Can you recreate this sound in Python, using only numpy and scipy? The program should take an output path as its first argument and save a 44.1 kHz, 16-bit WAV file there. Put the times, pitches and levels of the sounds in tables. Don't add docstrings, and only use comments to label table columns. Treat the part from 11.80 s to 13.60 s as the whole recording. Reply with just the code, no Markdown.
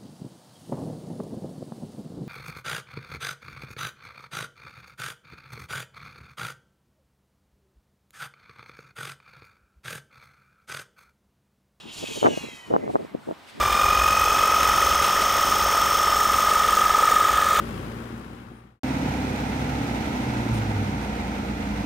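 import sys
import numpy as np
from scipy import signal
from scipy.fft import rfft, irfft
from scipy.io import wavfile
from scipy.ndimage import uniform_filter1d, map_coordinates

SR = 44100
rng = np.random.default_rng(int(sys.argv[2]) if len(sys.argv) > 2 else 0)


def wav_out(sig):
    wavfile.write(sys.argv[1], SR, np.round(np.clip(np.atleast_2d(sig).T, -1, 1) * 32767).astype(np.int16))


N = 79380

# (f/Hz, level/dB)
WIND_LEVEL = [(0, -55), (.2, -54), (.6, -48), (.85, -54.5), (1, -50), (1.3, -52), (1.58, -52.5),
              (1.8, -54.5)]
WIND_SPECTRUM = [(25, -24), (80, -2), (200, -0.5), (500, -2), (950, 2), (1500, -3.5), (2200, -10),
                 (3000, -10.5), (5000, -19.5), (8000, -30.5), (12000, -29.5), (15500, -29)]
WIND_SIDE = [(60, -11), (250, 2.5), (700, -3), (2400, -3.5), (5000, -6), (15000, -11.5)]
# (t/s, half-length/s, swish level/dB, sizzle level/dB)
RUSTLES = [(1.124, 0.024, -58, -58.5), (1.228, 0.064, -63.5, -65.5), (1.46, 0.065, -83.5, -65),
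           (1.695, 0.012, -61, -62), (1.75, 0.13, -53.5, -63)]
# (f/Hz, level/dB)
SWISH_SPECTRUM = [(600, -28), (1200, 0), (2200, 5.5), (3400, 2), (5000, -2.5), (9000, -25)]
SIZZLE_SPECTRUM = [(2000, -23), (3500, 8.5), (6000, 1), (8000, 7), (11000, -1.5), (15000, -11)]
# (t/s, half-length/s, level/dB)
GUSTS = [(0.073, 0.031, -45.5), (0.203, 0.033, -47), (0.237, 0.0097, -35), (.288, 0.0025, -36.5),
         (0.314, 0.014, -41), (.372, 0.015, -36.5), (0.46, 0.02, -23), (0.519, 0.023, -34.5),
         (0.577, 0.0045, -35), (0.644, 0.0061, -38), (0.687, 0.003, -42), (0.642, 0.039, -45),
         (0.736, 0.018, -47), (0.89, 0.017, -47.5), (0.914, 0.0078, -30), (0.952, 0.015, -27.5),
         (1.002, 0.024, -38.5), (1.038, 0.0087, -34.5), (1.065, 0.011, -36.5), (1.101, 0.011, -31.5),
         (1.154, 0.014, -32), (1.204, 0.018, -35.5), (1.242, 0.033, -47), (1.351, 0.0055, -35.5),
         (1.355, 0.055, -46.5), (1.487, 0.014, -37.5), (1.516, 0.01, -36), (1.806, 0.045, -44.5)]
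# (t/s, peak level/dB, width/ms)
THUMPS = [(.241, -26, 0.89), (0.4295, -10.5, 0.43), (.4485, -13.5, 0.6), (.46, -3.5, 0.14),
          (.4626, -11, 0.1), (0.467, -3, 0.12), (.472, -9, 0.33), (0.4868, -14, 0.76), (.576, -22, 0.85),
          (.645, -31, 0.91), (0.929, -19, .55), (.939, -11, 0.4), (.9645, -8.5, 0.31), (1.045, -29, .5),
          (1.079, -22, .4), (1.1491, -20, 0.77), (1.1567, -8.5, 0.39), (1.1634, -16.5, 0.36),
          (1.25, -29.5, 0.72), (1.35, -17, 1.15), (1.49, -23, 0.55), (1.512, -22.5, 0.45)]
# (f/Hz, level/dB)
PORT_EQ = [(20, -27), (50, -22), (110, -5.5), (250, 0.5), (600, 2), (1500, -6), (2500, -13), (4000, -31),
           (8000, -40)]
PORT_SIDE = [(50, -3), (120, -4.5), (200, 0.5), (380, 7.5), (700, 9), (1300, 10.5), (2400, 6), (4400, 4)]
# (t/s, pitch ratio)
DOPPLER = [(0, 1.2), (.15, 1.17), (.3, 1.1), (.4, 1.03), (.5, .97), (.6, .92), (.7, .87), (.8, .825),
           (.9, .8), (1, .79), (1.8, .77)]
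# (t/s, hiss level/dB, edge rush level/dB)
WING_LEVELS = [(0, -52.5, -46), (.06, -58, -53.5), (.108, -53.5, -47), (.14, -42.5, -48), (.26, -43, -40.5),
               (.37, -40.5, -45.5), (.5, -48, -46), (.58, -44.5, -49), (.7, -53, -52), (.77, -52, -55),
               (.85, -57.5, -62), (.98, -62.5, -60), (1.06, -63, -58.5), (1.33, -84, -67), (1.8, -80, -70)]
# (f/Hz, level/dB)
HISS_SPECTRUM = [(300, -1), (900, -5), (1700, -14), (4000, 2), (5000, -1), (6700, 1), (8400, -4.5),
                 (10200, -6), (12000, -11.5), (15000, -25)]
# (f/Hz, level/dB)
RUSH_SPECTRUM = [(1200, -17), (1900, -8.5), (2300, 2.5), (2950, 2), (3300, -1.5), (3700, -12), (4300, -8.5),
                 (7000, -50)]
# (f/Hz, width/Hz, level/dB, start/s, end/s)
WHISTLES = [(3026, 139.3, -42, 0.355, 0.477), (3014, 121, -47, 0.16, 0.773), (3730, 43, -54.5, 0.5, 1),
            (3630, 112, -50, 0.28, 0.62), (4520, 43, -56.5, 0.49, 0.793), (2377, 22, -55, 0.63, 0.992),
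            (2305, 98, -50.5, 0.19, 0.39), (2740, 102, -52, 0.46, 0.7), (1720, 49, -55.5, 0.396, 0.6),
            (6770, 240, -54.5, 0.24, 0.65), (6050, 110, -56, 0.27, 0.61), (7820, 207, -61.5, 0.27, 0.83),
            (2640, 280, -48, 0.067, 0.15), (3050, 50, -59.5, 0.65, 0.9), (2326, 53, -48.5, 0.73, 0.74),
            (2640, 108.7, -59.5, .99, 1.09), (2800, 270, -60, 1.244, 1.326)]
# (f/Hz, level/dB)
GLIDER_SIDE = [(200, -4), (1000, 3), (2000, 0), (3000, -6), (4000, -13.5), (7000, -20), (15000, -57)]


def undb(db):
    return 10 ** (np.asarray(db) / 20)


def unit(x):
    return x / np.sqrt(np.mean(x ** 2))


def curve(table, column=1):
    rows = np.array(table)
    return np.interp(np.arange(N) / SR, rows[:, 0], rows[:, column])


def swell(at, half):
    return np.exp(-.5 * ((np.arange(N) / SR - at) / half) ** 2)


def arch(start, end):
    progress = np.clip((np.arange(N) / SR - start) / (end - start), 0, 1)
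    return np.abs(np.sin(np.pi * progress)) ** 0.68


def bins():
    return np.maximum(np.arange(N // 2 + 1) * SR / N, 1)


def colour(x, points):
    hz, db = np.array(points).T
    gain = undb(np.interp(np.log(bins()), np.log(hz), db))
    return irfft(rfft(x) * gain, N)


def noise(points):
    return unit(colour(rng.standard_normal(N), points))


def band(hz, width):
    white = rfft(rng.standard_normal(N))
    return unit(irfft(white / (1 + (2 * (bins() - hz) / width) ** 2), N))


def drift(rate_hz):
    hold = int(SR / rate_hz)
    steps = np.repeat(rng.standard_normal(1024)[:N // hold + 1], hold)
    return 1.3 * uniform_filter1d(uniform_filter1d(steps, hold), hold)[:N]


def spread(mid, difference, side_eq):
    side = colour(signal.hilbert(difference).imag, side_eq)
    return np.array([mid + side, mid - side])


def wind_in_grass(drift_db=1.8):
    bed = noise(WIND_SPECTRUM) * undb(curve(WIND_LEVEL) + drift_db * drift(11.76))
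    swish, sizzle = noise(SWISH_SPECTRUM), noise(SIZZLE_SPECTRUM)
    for at, half, swish_db, sizzle_db in RUSTLES:
        bed += swell(at, half) * (undb(swish_db) * swish + undb(sizzle_db) * sizzle)
    return bed


def gusts(cutoff_hz=599, reference_db=-35.5, db_per_doubling=12.5, flutter_db=2):
    force = np.sqrt(sum((undb(db) * swell(at, half)) ** 2 for at, half, db in GUSTS) + 1e-9)
    cutoff = cutoff_hz * 2 ** ((20 * np.log10(force) - reference_db) / db_per_doubling)
    centres = 35 * 2 ** np.arange(0, 7, .5)
    masks = [np.abs(np.log2(bins() / hz)) < 1 / 4 for hz in centres]
    weights = np.array([np.sqrt(hz) / (1 + (hz / cutoff) ** 4.02) for hz in centres])
    weights /= np.sqrt(np.sum(weights ** 2, axis=0))
    ports = []
    for _ in range(2):
        white = rfft(rng.standard_normal(N))
        eddies = sum(weight * unit(irfft(white * mask, N)) for weight, mask in zip(weights, masks))
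        ports.append(eddies * force * undb(flutter_db * drift(180)) / np.sqrt(2))
    return np.array(ports)


def thumps():
    t, ports = np.arange(N) / SR, np.zeros((2, N))
    for (at, db, width_ms), port in zip(THUMPS, rng.integers(0, 2, len(THUMPS))):
        x = (t - at) * 1000 / width_ms
        ports[port] -= undb(db) * (1 - x ** 2) / (1 + x ** 2) ** 2
    return ports


def doppler(x):
    position = np.cumsum(curve(DOPPLER))
    return map_coordinates(x, [position], order=5, mode="grid-wrap")


def wing_hiss(ripple_db=2.4, spacing_hz=130):
    ripple = np.interp(bins(), np.arange(256) * spacing_hz, rng.standard_normal(256))
    rippled = irfft(rfft(rng.standard_normal(N)) * undb(ripple_db * ripple), N)
    return unit(colour(doppler(rippled), HISS_SPECTRUM))


def edge_whistle(hz, width, skirt_db=-3.5):
    pitch = curve(DOPPLER) * (hz + width / 2 * drift(160))
    tone = np.sqrt(2) * np.sin(2 * np.pi * np.cumsum(pitch) / SR)
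    return tone + undb(skirt_db) * doppler(band(hz, 3 * width))


def glider(flutter_db=1.0, waver_db=2.3, pan_right_db=0.6):
    air = wing_hiss() * undb(curve(WING_LEVELS, column=1) + flutter_db * drift(45.6))
    edge_rush = doppler(noise(RUSH_SPECTRUM))
    air += edge_rush * undb(curve(WING_LEVELS, column=2) + flutter_db * drift(45.7))
    for hz, width, db, start, end in WHISTLES:
        air += edge_whistle(hz, width) * arch(start, end) * undb(db + waver_db * drift(70))
    balance = undb([[-pan_right_db / 2], [pan_right_db / 2]])
    return spread(air, -air, GLIDER_SIDE) * balance


def scene():
    left, right = (colour(port, PORT_EQ) for port in gusts() + thumps())
    buffeting = spread(left + right, left - right, PORT_SIDE)
    fly_by = glider()
    hillside = spread(wind_in_grass(), wind_in_grass(), WIND_SIDE)
    return fly_by + hillside + buffeting


def record(dry):
    high_cut = signal.ellip(10, .1, 80, 15600, fs=SR, output="sos")
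    return signal.sosfilt(high_cut, np.clip(dry, -.95, .95))


dry = scene()
out = record(dry)
wav_out(out)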